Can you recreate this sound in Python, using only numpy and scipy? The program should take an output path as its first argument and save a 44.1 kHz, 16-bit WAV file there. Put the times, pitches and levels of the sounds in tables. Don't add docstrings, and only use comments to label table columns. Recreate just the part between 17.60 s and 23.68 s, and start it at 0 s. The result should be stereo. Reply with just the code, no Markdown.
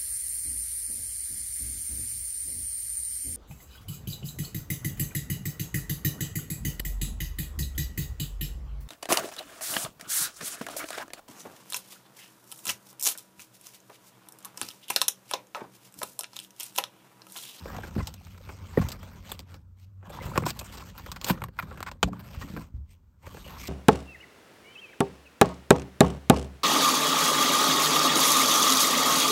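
import sys
import numpy as np
from scipy import signal
from scipy.io import wavfile

SR = 44100
rng = np.random.default_rng(int(sys.argv[2]) if len(sys.argv) > 2 else 0)


def boost(x):
    u = np.asarray(x, float) / 20
    return 10 ** u


def digitize_waveform(pressure):
    field = np.atleast_2d(pressure).T
    bounded = np.clip(field, -1, 1)
    quanta = np.round(bounded * 32767).astype(np.int16)
    wavfile.write(sys.argv[1], SR, quanta)


N = 268260


def rms_one(x):
    return x / np.sqrt(np.mean(x ** 2) + 1e-20)


def in_time(rows):
    s, *columns = np.transpose(rows)
    return [np.interp(np.arange(N) / SR, s, c) for c in columns]


def at_hz(points, hz):
    point_hz, values = np.transpose(points)
    return np.interp(np.log(hz), np.log(point_hz), values)


def drift(rate_hz):
    r = np.exp(-2 * np.pi * rate_hz * 40 / SR)
    noise = rng.standard_normal(N // 40 + 2002)
    slow = rms_one(signal.lfilter([1], [1, -2 * r, r * r], noise)[2000:])
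    return np.interp(np.arange(N) / 40, np.arange(len(slow)), slow)


def lowpass(x, hz):
    return signal.sosfilt(signal.butter(2, hz, fs=SR, output="sos"), x)


def ring(drive, hz, t60_s):
    r, w = boost(-60 / (t60_s * SR)), 2 * np.pi * hz / SR
    return signal.lfilter([0, np.sin(w)], [1, -2 * r * np.cos(w), r * r], drive + 1e-18)


def grains(shape, per_s, spread_db):
    sizes = boost(spread_db * np.minimum(rng.exponential(1, shape), 5))
    signs = rng.choice([-1, 1], shape)
    return rms_one(sizes * signs * (rng.random(shape) < per_s / SR))


# (frequency [Hz], correlation)
LIKENESS = [(60, 0.98), (240, 0.95), (950, 0.053), (3770, 0.25), (15000, 0.45)]


def banded(source, spectrum, edges_hz, treble_db, patchy_db):
    out, together = 0, drift(25.0)
    for k, (low, high) in enumerate(zip(edges_hz, edges_hz[1:])):
        band = signal.butter(2, [low, high], "band", fs=SR, output="sos")
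        mid, side = signal.sosfilt(band, source[k % 2])
        hz = np.sqrt(low * high)
        alike = np.clip(at_hz(LIKENESS, hz), -1, 1)
        treble_share = np.clip(np.log2(hz / 1600) / 0.5, 0, 1)
        flicker_db = patchy_db * (0.5 * together + drift(11.0))
        gain = boost(at_hz(spectrum, hz) + treble_share * treble_db + flicker_db)
        out = out + gain * (np.sqrt(1 + alike) * mid + np.sqrt(1 - alike) * side * [[1], [-1]])
    return out


def hiss():
    return boost(-79.5) * rng.standard_normal((2, N))


HUM_ON_S, HUM_OFF_S, HUM_RISE_S = 0.55, 2.45, 0.87
HUM_HZ, HUM_DB, HUM_FADE_DB_PER_S = 91.8, -50, 1
WAVER_DB, WAVER_HZ = 2.5, 4.0


def hum():
    end_db = HUM_DB - HUM_FADE_DB_PER_S * (HUM_OFF_S - HUM_ON_S)
    level_db, = in_time([(HUM_ON_S - HUM_RISE_S, -70), (HUM_ON_S, HUM_DB),
                         (HUM_OFF_S, end_db), (HUM_OFF_S + 0.21, -90)])
    gain = np.sqrt(2) * boost(level_db + WAVER_DB * drift(5.0))
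    hz = HUM_HZ + WAVER_HZ * drift(14.0)
    return gain * np.sin(2 * np.pi * np.cumsum(hz) / SR)


# (start [s], hold [s], relative rustle level [dB], treble over rustle [dB])
STROKES = [(0.0, 0.49, -50, -8), (0.087, 0.086, -42, -17.5), (0.538, 0.42, -59.5, -4),
           (0.874, 0.051, -50.5, -7), (0.968, 0.38, -53.5, -7.5), (1.142, 0.12, -46, -8),
           (1.267, 0.079, -48.5, -16), (1.396, .18, -53, -10.5), (1.652, 0.084, -51, -3),
           (1.79, 0.015, -53.5, -11), (1.889, 0.069, -55, -10.5), (2.196, 0.045, -82.5, 10),
           (2.454, 0.057, -50, -17), (2.536, 0.27, -43.5, -11.5), (2.836, 0.21, -53, -6),
           (3.082, 0.21, -52, -5), (3.362, 0.13, -51.5, -7.5), (3.523, 0.044, -51, -12.5),
           (3.64, 0.089, -40.5, -10.5), (3.757, 0.1, -50.5, -16), (3.982, 0.067, -51, -12),
           (4.09, 0.11, -49.5, -15.5), (4.205, 0.13, -55, -16), (4.453, 0.016, -51, -11.5),
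           (4.529, 0.078, -53.5, -14.5), (4.65, 0.12, -51.5, -7.5), (4.804, 0.024, -44.5, -7.5),
           (4.882, 0.14, -49.5, -7.5), (5.148, 0.027, -69.5, -11), (5.309, 0.019, -75, 6.5),
           (5.647, 0.088, -52, -7.5), (5.748, 0.074, -53.5, -3.5), (5.848, 0.17, -51.5, -4),
           (6.013, 0.21, -50, 0.5)]
RISE_DB_PER_S, FALL_DB_PER_S = 451, 322.5
REST_DB, REST_TREBLE_DB = -74.5, -93.5


def handling():
    t, power = np.arange(N) / SR, boost([[REST_DB], [REST_TREBLE_DB]]) ** 2
    for s, hold_s, level_db, treble_db in STROKES:
        away_db = RISE_DB_PER_S * np.maximum(s - t, 0) + FALL_DB_PER_S * np.maximum(t - s - hold_s, 0)
        power = power + boost(level_db - np.minimum(away_db, 99) + np.array([[0], [treble_db]])) ** 2
    return 10 * np.log10(power)


RUMBLE_DB, RUMBLE_FOLLOWS, SETTLE_S = -48.5, 0.43, 0.031


def shaking(level_db):
    r = np.exp(-1 / (SETTLE_S * SR))
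    swing_db = level_db - np.median(level_db)
    return RUMBLE_DB + RUMBLE_FOLLOWS * signal.lfilter([1 - r], [1, -r], swing_db)


# (frequency [Hz], relative level per Hz [dB])
RUMBLE = [(25, -24.5), (43, 2), (81, 3.5), (99, -4), (118, -8.5), (162, -3), (263, -14), (400, -20)]
QUIET_TILT = 1


def rumble(level_db):
    noise, edges_hz = rng.standard_normal((2, 2, N)), 25 * 2 ** np.arange(0, 4.1, .5)
    sound = rms_one(banded(noise, RUMBLE, edges_hz, 0, patchy_db=.8))
    deep = lowpass(sound, 130)
    upper = signal.sosfilt(signal.butter(2, 130, "high", fs=SR, output="sos"), sound)
    tilt = boost(QUIET_TILT * (level_db - RUMBLE_DB))
    return boost(level_db) * (deep - upper * tilt)


# (time [s], relative level [dB], boom [Hz], t60 [s])
KNOCKS = [(0.062, -34, 80, 0.17), (0.188, -29.5, 102, 0.33), (0.364, -14, 211, 0.22),
          (0.383, -12, 84.4, 0.23), (0.878, -32.5, 93, 0.29), (1.177, -8.5, 152.4, 0.28),
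          (1.199, -11.5, 94.4, 0.3), (1.714, -32, 57.6, 0.28), (2.655, -20.5, 93, 0.21),
          (2.78, -11, 145, 0.15), (2.827, -21, 154.2, 0.64), (3.492, -24, 62, 0.15),
          (3.7053, -13, 187.4, 0.25), (3.818, -22.5, 123, 0.31), (3.886, -24, 130, 0.09),
          (4.032, -21.5, 150, 0.16), (4.433, -20, 170, 0.89), (4.442, -13, 72, 0.21),
          (4.831, -24.5, 205, 0.19), (5.174, -24, 67.7, 0.47), (4.772, -17.5, 74.6, 0.32),
          (4.901, -23.5, 189, 0.13), (4.938, -19, 180.6, 0.17), (4.978, -21, 215.3, 0.2),
          (5.14, -20, 64.9, 0.44), (5.669, -27, 88, 0.23)]
# (multiple of the boom, level [dB], share of t60)
PANEL = [(1.0, 3.5, 0.55), (.52, -18, 1.9), (.74, -5, 1.1), (1.27, -5.5, 0.91), (1.599, -6.5, 0.58),
         (2.3, -13.5, 0.48), (3.1, -12.5, 0.19)]
PUSH_CYCLES = 0.32
KNOCK_SIDE_DB = -16.5
RATTLE_DB = 2


def knocks():
    out, age = np.zeros((2, N + SR)), np.arange(SR // 2) / SR
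    for (s, level_db, hz, t60_s), luck in zip(KNOCKS, rng.standard_normal((len(KNOCKS), len(PANEL), 2))):
        boom = 0
        for (multiple, mode_db, share), (v, lean) in zip(PANEL, luck):
            decay = boost(mode_db + 0.5 * v - 60 * age / (share * t60_s))
            tone = np.sin(2 * np.pi * multiple * (1 + .04 * v) * hz * age)
            boom = boom + decay * tone * (1 + boost(KNOCK_SIDE_DB) * lean * np.array([[1], [-1]]))
        at = round(s * SR)
        push = 1 - np.exp(-age * hz / PUSH_CYCLES)
        out[:, at:at + len(age)] += boost(level_db - 11.0) * push * boom
    return out[:, :N] * boost(RATTLE_DB * drift(48.0))


# (start [s], length [s], from [Hz], to [Hz], level [dB])
SCRAPES = [(0.135, 0.051, 2800, 2620, -62), (1.404, 0.052, 3100, 3480, -62),
           (2.52, 0.05, 3600, 3380, -57.5), (2.588, 0.1, 2000, 2897, -57), (5.845, 0.053, 2900, 2800, -54),
           (5.896, 0.093, 1012, 1100, -49)]


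def scrape():
    out = 0
    for s, length_s, from_hz, to_hz, db in SCRAPES:
        end_s = s + length_s
        hz, = in_time([(s, from_hz), (end_s, to_hz)])
        level_db, = in_time([(s - .02, -120), (s, db + 1), (s + 0.9 * length_s, db),
                             (end_s, db - 17), (end_s + 0.023, -120)])
        rough = rms_one(signal.lfilter([1], [1, -.982], rng.standard_normal((2, N))))
        phase = 2 * np.pi * np.cumsum(hz) / SR
        out = out + boost(level_db) * (rough[0] * np.sin(phase) + rough[1] * np.cos(phase))
    return out


# (frequency [Hz], relative level per Hz [dB])
RUSTLE = [(300, -13.5), (701, -7), (994, -1), (1750, -10), (2400, -12), (8360, -22), (9880, -18),
          (12500, -22.5), (16000, -24.5)]


def rustle(level_db, treble_db):
    slips = grains((2, 2, N), per_s=1600, spread_db=3.0)
    edges_hz = 300 * 2 ** np.arange(0, 5.8, .25)
    return boost(level_db + 10.5) * banded(slips, RUSTLE, edges_hz, treble_db - level_db + 10.0, patchy_db=3.0)


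# (frequency [Hz], relative level [dB], t60 [s])
SHEET = [(379, 0.5, 0.016), (548, 9, 0.013), (708, -6.5, 0.022), (1100, -4.5, 0.019), (1407, 1.5, 0.0051),
         (1850, -10.5, 0.0045), (2320, -6.5, 0.0048), (3100, -16, 0.004), (4400, 2, 0.00068),
         (5120, 8.5, 0.002), (7400, 3.5, 0.0044), (9600, 16.5, 0.00045), (11670, -12.5, .0015),
         (14000, -5, 0.0006)]


def crinkles(level_db, treble_db):
    slips, out = grains((2, N), per_s=330, spread_db=3.5), np.zeros((2, N))
    for hz, mode_db, t60_s in SHEET:
        moving_db = level_db if hz < 2500 else treble_db - 25.5
        touched = boost(4.0 * drift(51.0))
        drive = (slips[0] + slips[1] * [[1], [-1]]) * touched * boost(moving_db + mode_db)
        twice = ring(ring(drive, hz, t60_s), hz, t60_s)
        out += twice / (t60_s * SR) ** (3 / 2)
    return boost(18.5) * out


LAG_MS = 0.049
ASIDE_FROM_S, ASIDE_TO_S, ASIDE_LAG_MS = 4.42, 4.44, .24


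def lag_ms(s):
    return ASIDE_LAG_MS if ASIDE_FROM_S < s < ASIDE_TO_S else LAG_MS


# (time [s], frequency [Hz], peak level [dB], t60 [ms])
POPS = [(0.057, 580, -32, 9.1), (0.071, 500, -40, 15), (0.146, 770, -36, 23), (0.187, 515, -44, 13),
        (0.235, 1610, -35.5, 16), (0.404, 1080, -32.5, 19), (0.406, 2050, -42, 27), (0.476, 890, -38.5, 18),
        (0.611, 790, -49.5, 13), (1.174, 485, -12.5, 14), (1.173, 1894, -26, 14), (1.214, 1100, -37, 31),
        (1.251, 940, -40, 21), (2.588, 990, -29, 8.5), (2.607, 2090, -42, 27), (2.716, 1020, -32.5, 12),
        (2.736, 1340, -37, 15), (2.776, 1100, -15.5, 12), (2.78, 620, -29, 11), (2.863, 1026, -19.5, 17),
        (3.01, 2560, -42, 20), (3.224, 1100, -40, 14), (3.488, 1040, -40, 12), (3.623, 1150, -42, 15),
        (3.698, 980, -24, 12), (3.838, 1140, -27.5, 13), (3.988, 1403, -28, 28), (3.991, 2440, -35, 29),
        (4.43, 1500, -5, 11), (4.433, 2550, -17, 12), (4.431, 3150, -20, 10.7), (1.7173, 3560, -28, 7),
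        (1.692, 930, -41, 12), (1.178, 260, -18.5, 22), (3.704, 221, -16.5, 25), (4.024, 1320, -36, 18),
        (4.969, 1616, -39.5, 31), (4.532, 1170, -32.5, 11), (4.822, 1920, -38.5, 22),
        (5.004, 1040, -46, 34), (5.669, 597, -41, 20.3), (5.746, 510, -41.5, 19), (6.036, 1180, -43.5, 22)]
SAG_HZ = 45


def pops():
    out, age = np.zeros((2, N + SR)), np.arange(SR // 10) / SR
    for (s, hz, peak_db, t60_ms), turn in zip(POPS, rng.random(len(POPS))):
        decay = age * np.log(1000) * 1000 / t60_ms
        pitch_hz = hz + SAG_HZ * (2 * np.exp(-decay) - 1)
        swell = np.e * decay * np.exp(-decay)
        tone = boost(peak_db) * swell * np.sin(2 * np.pi * (np.cumsum(pitch_hz) / SR + turn))
        for side, at in enumerate([round(s * SR), round((s + lag_ms(s) / 1000) * SR)]):
            out[side, at:at + len(age)] += tone
    return out[:, :N]


# (time [s], length [ms], level [dB], hollow body over level [dB], bright edge over level [dB])
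SNAPS = [(0.057, 2.1, -42.5, 4, -10.5), (0.166, 1.5, -39, -11, -4), (0.185, 3.9, -41.5, 5, -8),
         (0.2333, 18.6, -46.5, 1.5, -8), (0.27, 11, -51.5, 2.5, 0), (0.353, 13, -47.5, -2, -3),
         (0.3803, 27, -44, 2.5, -14), (0.4717, 5.2, -50, -6, 16.5), (0.484, 11, -62, -2, 14.5),
         (0.5403, 2.5, -55, -3, 14), (0.668, 4.1, -52.5, -12, -2), (0.746, 6.5, -56, -5, -19),
         (0.7778, 5.5, -53.5, -6, -2.5), (0.891, 10, -43.5, -3, -10), (1.1748, 9.2, -35.5, 9, -9.5),
         (1.186, 11.5, -41.5, -2, -6), (1.215, 13.6, -43, 0, -5), (1.242, 3, -58, -5, -1),
         (1.2872, 5.5, -51, 6, 15), (1.303, 4.9, -51, -4, 11.5), (1.3185, 7.8, -49.5, -3, 14),
         (1.430, 6, -47.5, -2, -6), (1.693, 3.9, -55, -5, 6), (1.704, 3, -52.5, 2, 8),
         (1.7176, 4.7, -37.5, -6, 8), (0.282, 10, -58, -9, 2), (2.428, 8.9, -57, 0, -20),
         (1.7924, 2.5, -49.5, -3, 13), (1.803, 1.4, -60.5, 2, 18), (1.9426, 1.3, -49.5, -5, 5),
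         (2.496, 14, -51.5, 6.5, 2.5), (2.622, 24, -47.5, -3, -1), (2.654, 7.3, -53.5, 5.5, 9),
         (2.684, 1.5, -54, 11, 0.5), (2.757, 13.4, -34, -1, -10), (2.7769, 1.6, -22.5, -1.5, -5.5),
         (2.8217, 6.6, -43, 4.5, -6), (2.837, 4.4, -37, -13, -28), (2.856, 43, -39.5, -15, 2),
         (2.865, 2.1, -31.5, 4, 3), (2.9045, 4, -40, -5.5, 13.5), (2.9912, 7.5, -52, -2, 18),
         (3.012, 5.6, -45, 1, 1.5), (3.044, 25, -51, -19, 5), (3.124, 34, -51, -10, 3.5),
         (3.1726, 14, -48, -4, 7), (3.197, 23, -49, -7, -0.5), (3.3789, 9, -45.5, -31, 4.5),
         (3.396, 4, -44.5, -15, -4), (3.4623, 6.1, -42, -3.5, -2.5), (3.5168, 5.5, -39.5, -28, 5),
         (3.5619, 7.7, -41, -28, -2), (3.6141, 3.3, -46, -25, 11.5), (3.645, 2.9, -43.5, 2, 18.5),
         (3.666, 46, -37, -1.5, 8.5), (3.686, 2, -34.5, -10, 7.5), (3.6993, 5.5, -24.5, -6, -6),
         (3.776, 7.8, -47, -7, -18), (3.819, 2.7, -32, -13, -13), (3.8389, 1.8, -33, -48, -1),
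         (3.885, 2.4, -47.5, -7, -6.5), (3.9891, 11, -29.5, -44, -8.5), (4.0256, 7.6, -42, -33, -10),
         (4.1116, 8.4, -44, -2, -40), (4.174, 9.1, -47.5, -16, -8.5), (4.205, 1.45, -36, -4, -6.5),
         (4.2283, 1.7, -31, -39, -6), (4.264, 26.5, -37.5, -46, -8), (4.315, 3.2, -41, -4.5, 0.5),
         (4.4292, 4.6, -14.5, -8, -5.5), (4.475, 14, -58.5, 18, 2.5), (4.531, 2.8, -54, 8, -5),
         (4.594, 17, -52, -4, 2.5), (4.7469, 6.4, -47.5, -24, -6), (4.814, 15, -43.5, -9.5, -3),
         (4.9647, 10, -40.5, 1, -8.5), (5.745, 4.1, -52, 3, -4), (5.6685, 1.9, -44, -3.5, -15),
         (5.7698, 10.3, -49.5, 0.5, -6), (6.073, 21, -53.5, -19, 18.5)]
FIRST_SLIP = 4.5
BEND = .06
SWELL_DB_PER_MS, TURN_MS = .3, 20
BODY_LATE_MS = 1.5
HARD_DB, DULL_OCTAVES_PER_DB = -24, .15
LEFT_DB, LEFT_SPREAD_DB = 2.8, 4
LAG_SPREAD_MS = 0.038


def slip_burst(age, ms):
    length_s = max(ms, 1.0) / 1000
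    gaps_s = .0033 * rng.uniform(0.51, 1.5, 40)
    slips = 0.52 * grains(len(age), per_s=6700, spread_db=2.0)
    at = np.minimum((np.cumsum(gaps_s) - gaps_s[0]) * SR, len(age) - 1).astype(int)
    slips[at] += 2.7 * boost(rng.normal(0, 0.83, 40))
    slips[0] = FIRST_SLIP
    held = boost(-2200 * np.maximum(age - 0.99 * length_s, 0))
    tail = boost(-19.0 - 650 * age)
    swell_db = np.clip(SWELL_DB_PER_MS * (ms - TURN_MS), -12.0, 8.0)
    return slips * (held + tail) * boost(swell_db * np.minimum(age / length_s - 1, 0))


def snaps():
    age, out = np.arange(SR // 10) / SR, np.zeros((2, N + SR))
    group = np.digitize(np.array(SHEET)[:, 0], [900, 2500])
    edges_hz = [([250, 1100], "band"), ([750, 2800], "band"), (2200, "high")]
    bands = [signal.butter(2, hz, kind, fs=SR, output="sos") for hz, kind in edges_hz]
    chance = rng.standard_normal((len(SNAPS), len(SHEET), 2))
    for (s, ms, level_db, body_db, edge_db), luck in zip(SNAPS, chance):
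        drive = slip_burst(age, ms)
        parts = np.zeros((3, len(age)))
        for (hz, mode_db, t60_s), (bend, strength), part in zip(SHEET, luck, group):
            bent_hz = hz * (1 + BEND * np.tanh(bend))
            parts[part] += boost(mode_db + 1.4 * strength) / np.sqrt(t60_s) * ring(drive, bent_hz, t60_s)
        parts = np.array([signal.sosfilt(band, part) for band, part in zip(bands, parts)])
        late = round(BODY_LATE_MS * SR / 1000)
        parts[0] = np.pad(parts[0], (late, 0))[:len(age)]
        top_hz = SR / 2 * 2 ** (-DULL_OCTAVES_PER_DB * max(level_db - HARD_DB, 0))
        parts[2] = lowpass(parts[2], np.clip(top_hz, 3000, 20000))
        sounding = parts[:, :int((max(ms, 1.0) / 1000 + .002) * SR)]
        part_rms = np.sqrt(np.mean(sounding ** 2, axis=1))
        levels_db = level_db + np.array([body_db, 0, edge_db])
        burst = (boost(levels_db) / part_rms) @ parts
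        pan_db = LEFT_DB + LEFT_SPREAD_DB * rng.standard_normal()
        lag = round((lag_ms(s) + LAG_SPREAD_MS * rng.standard_normal()) * SR / 1000)
        for side, at in enumerate([round(s * SR), round(s * SR) + lag]):
            out[side, at:at + len(age)] += boost(pan_db * (.5 - side)) * burst
    return out[:, :N]


def scene():
    moving = handling()
    background = hiss() + hum() + rumble(shaking(moving[0]))
    sheet = scrape() + rustle(*moving) + crinkles(*moving) + pops() + snaps()
    return background + knocks() + sheet


def roll_off(x):
    return signal.sosfilt(signal.butter(12, 16830, fs=SR, output="sos"), x)


def record(dry):
    ceiling = 1.1
    x = ceiling * np.tanh(dry / ceiling)
    sum_notch = signal.cheby2(3, 20, [9300, 10800], "bandstop", fs=SR, output="sos")
    difference_notch = signal.cheby2(3, 20, [12600, 14300], "bandstop", fs=SR, output="sos")
    mid = signal.sosfilt(sum_notch, x[0] + x[1])
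    side = signal.sosfilt(difference_notch, x[0] - x[1])
    side = side - .45 * signal.lfilter(*signal.iirpeak(7100, 3.5, fs=SR), side)
    low_cut = signal.butter(4, 38, "high", fs=SR, output="sos")
    high_cut = signal.cheby2(8, 40, 16700, fs=SR, output="sos")
    stereo = np.array([mid + side, mid - side]) / 2
    mix = signal.sosfilt(np.vstack([low_cut, high_cut]), stereo)
    return roll_off(mix)


dry = scene()
out = record(dry)
digitize_waveform(out)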